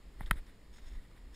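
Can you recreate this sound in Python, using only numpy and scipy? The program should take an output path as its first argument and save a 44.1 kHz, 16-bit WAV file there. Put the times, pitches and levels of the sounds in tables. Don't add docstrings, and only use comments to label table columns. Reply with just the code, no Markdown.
import sys
import numpy as np
from scipy import signal
from scipy.fft import rfft, irfft
from scipy.io import wavfile

SR = 44100
rng = np.random.default_rng(int(sys.argv[2]) if len(sys.argv) > 2 else 0)


def master(y):
    cut = np.clip(np.atleast_2d(y).T, -1, 1)
    pcm = np.round(cut * 32767)
    wavfile.write(sys.argv[1], SR, pcm.astype(np.int16))


N = 59535
T = np.arange(N) / SR
HARD_ATTACK_S, THUMP_ATTACK_S = 0.00039, 0.00075


def undb(db):
    return 10 ** (np.asarray(db) / 20)

def colour(x, spectrum):
    hz, db = np.array(spectrum).T
    f = np.maximum(np.fft.rfftfreq(N, 1 / SR), 1)
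    rolloff = np.minimum(np.minimum(f / hz[0], hz[-1] / f), 1) ** 2
    eq = undb(np.interp(np.log(f), np.log(hz), db))
    shaped = irfft(rfft(x) * eq * rolloff, N)
    return shaped / np.std(shaped)

def noise(spectrum):
    return colour(rng.standard_normal(N), spectrum)

def follow(curve):
    return undb(np.interp(T, *np.array(curve).T))

def fade(start, attack, t60):
    age = np.maximum(T - start, 0)
    return np.minimum(age / attack, 1) * np.exp(-np.log(1000) * age / t60)

def ring(start, modes, attack):
    return sum((-1) ** k * undb(db) * fade(start, attack, t60) * np.sin(2 * np.pi * hz * (T - start))
               for k, (hz, db, t60) in enumerate(modes))

def friction(spells, spectrum, spread_db, grains_per_s=12000, edge_s=0.021):
    envelope = sum(undb(db) * np.clip(np.minimum(T - start, start + length - T) / edge_s, 0, 1)
                   for start, length, db in spells)
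    size = undb(spread_db * np.minimum(rng.exponential(size=N), 3))
    triggers = rng.random(N) < grains_per_s / SR
    polarity = np.sign(rng.standard_normal(N))
    return envelope * colour(triggers * polarity * size, spectrum)


# (frequency [Hz], relative level [dB])
HUSH_EQ = [(90, 1.5), (200, -1), (350, -4), (500, -9), (700, -14.5), (1100, -15), (1500, -19), (1900, -14),
           (2600, -21), (3700, -22), (5300, -24.5), (6000, -37.5), (6800, -25.5), (8500, -29.5),
           (10300, -30.5), (12000, -37), (14000, -31.5), (15200, -38)]
# (time [s], level [dB])
HUSH_RIDE = [(0, -62.5), (0.3, -60.5), (0.6, -62.5), (1.05, -62.5), (1.35, -62)]

def forest():
    return follow(HUSH_RIDE) * noise(HUSH_EQ)


# (frequency [Hz], relative level [dB])
SELF_NOISE_EQ = [(100, 1), (250, 2.5), (500, -4.5), (1000, -8.5), (2500, -9), (4000, -10), (5300, -11.5),
                 (6000, -26), (7000, -11.5), (8500, -17.5), (10000, -35)]

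def mic_self_noise(level_db=-79):
    return undb(level_db) * noise(SELF_NOISE_EQ) * np.array([[1], [-1]])


# (time [s], level [dB])
RUMBLE_RIDE = [(0, -57), (0.09, -49.5), (0.13, -55), (0.18, -46), (0.225, -37), (0.27, -40), (0.32, -32.5),
               (0.37, -36.5), (0.42, -48.5), (0.48, -54.5), (0.58, -57.5), (0.67, -59), (0.725, -49.5),
               (0.79, -55.5), (0.87, -47), (0.92, -43.5), (0.99, -40.5), (1.015, -50.5), (1.15, -54),
               (1.25, -46.5), (1.35, -51)]
# (frequency [Hz], relative level [dB])
RUMBLE_EQ = [(12, -2), (25, -1), (45, -2), (62, -6.5), (74, -19.5), (90, -31.5)]

def air_rumble():
    return follow(RUMBLE_RIDE) * noise(RUMBLE_EQ)


# (start [s], length [s], level [dB])
RUB_CUES = [(0.182, 0.042, -59.5), (0.205, 0.049, -58), (0.253, .042, -56), (0.31, 0.042, -57),
            (0.348, 0.06, -57.5), (0.452, 0.069, -65), (0.82, 0.26, -70.5), (1.145, 0.054, -66.5)]
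# (frequency [Hz], relative level [dB])
RUB_EQ = [(400, -2), (900, -7), (1400, -2.5), (1700, -1), (1900, 4.5), (2150, -1.5), (2700, -14),
          (3650, -5), (4700, -23), (5300, -17), (6000, -31), (7200, -26), (8500, -11.5), (9300, -26),
          (10150, -10.5), (12000, -35), (14000, -13), (15000, -31)]

def gear_rub():
    return friction(RUB_CUES, RUB_EQ, spread_db=2.5)


# (time [s], gain [dB])
JOLT_CUES = [(0.2078, -30), (0.3105, -20.5), (0.355, -39)]
# (frequency [Hz], relative level [dB], t60 [s])
MOUNT_MODES = [(44.6, -5.5, 0.12), (124, 0.5, 0.025), (196, -2, 0.026), (389, -15.5, 0.018)]

def mount_thumps():
    return sum(undb(db) * ring(start, MOUNT_MODES, THUMP_ATTACK_S) for start, db in JOLT_CUES)


# (time [s], gain [dB])
TAP_CUE = (0.2084, -8.5)
# (frequency [Hz], relative level [dB], t60 [s])
CLASP_MODES = [(837, -24, .011), (1740, -29.5, 0.0073), (2060, -29.5, 0.011), (9800, -44.5, 0.012),
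               (11100, -42, .008), (12950, -44, .007), (13850, -45, .008)]

def clasp_tap():
    start, db = TAP_CUE
    return undb(db) * ring(start, CLASP_MODES, HARD_ATTACK_S)


# (time [s], level [dB], band centre [Hz])
TICK_CUES = [(0.261, -50, 3600), (0.464, -66.5, 5860), (0.739, -67, 5400), (0.77, -58.5, 6600),
             (0.784, -56, 1270), (0.882, -62.5, 6600), (0.952, -60, 1050), (1.113, -61, 1390)]
# (frequency [Hz], relative level [dB])
MIC_PORT_EQ = [(600, -5), (1200, -4.5), (1950, 0), (2800, -5.5), (3600, 2.5), (4600, -11.5), (5350, 2),
               (5750, -9), (6050, -20), (6650, 0), (7600, -16), (8400, -4.5), (9200, -16), (10100, -12),
               (11500, -27), (14000, -17)]

def twig_ticks(t60_s=0.03):
    ticks = 0
    for start, db, hz in TICK_CUES:
        band = [(hz / 2, -14), (hz / 1.37, -8), (hz, 0), (hz * 1.17, -8), (hz * 2, -12)]
        burst = colour(noise(MIC_PORT_EQ), band)
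        ticks += undb(db) * burst * fade(start, HARD_ATTACK_S, t60_s)
    return ticks


# (time [s], gain [dB])
KNOCK_CUE = (0.3101, 5.83)
# (frequency [Hz], relative level [dB])
CRACK_EQ = [(300, 3), (900, 13.5), (1500, -4), (3200, 5), (4700, -9), (5400, -21), (6000, -34), (6800, -6),
            (7500, -10.5), (8200, 1.5), (10700, 2.5), (11900, -20), (13500, -6), (15000, -15)]
# (frequency [Hz], relative level [dB], t60 [s])
CASE_MODES = [(663, -40, 0.015), (994, -30.5, .015), (1315, -24, .019), (1532, -24.5, 0.015),
              (1865, -24.5, 0.017), (2130, -28, 0.014), (2535, -32.5, 0.018), (3137, -31, 0.013),
              (3834, -39, 0.015), (4640, -44.5, 0.011), (5280, -48.5, 0.01), (8920, -35.5, 0.0063),
              (9940, -36, 0.01), (10690, -40, 0.018), (13330, -42, .015), (13900, -38, .0106),
              (15200, -45, 0.014)]

def case_knock(crack_relative_db=-34, crack_t60_s=0.016):
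    start, db = KNOCK_CUE
    crack = undb(crack_relative_db) * noise(CRACK_EQ) * fade(start, HARD_ATTACK_S, crack_t60_s)
    body = ring(start, CASE_MODES, HARD_ATTACK_S)
    return undb(db) * (body + crack)


# (start [s], length [s], level [dB])
RUSTLE_CUES = [(0.718, 0.094, -65.5), (0.80, 0.084, -72), (0.855, 0.058, -65), (0.895, 0.086, -70),
               (1.325, .06, -64)]

def leaf_rustle():
    return friction(RUSTLE_CUES, MIC_PORT_EQ, spread_db=9)


def scene():
    textures = gear_rub() + leaf_rustle()
    hits = mount_thumps() + clasp_tap() + case_knock() + twig_ticks()
    bed = air_rumble() + forest() + mic_self_noise()
    return textures + hits + bed

def record(dry, top_hz=15500):
    return signal.sosfilt(signal.ellip(8, .2, 70, top_hz, fs=SR, output="sos"), dry)


dry = scene()
out = record(dry)
master(out)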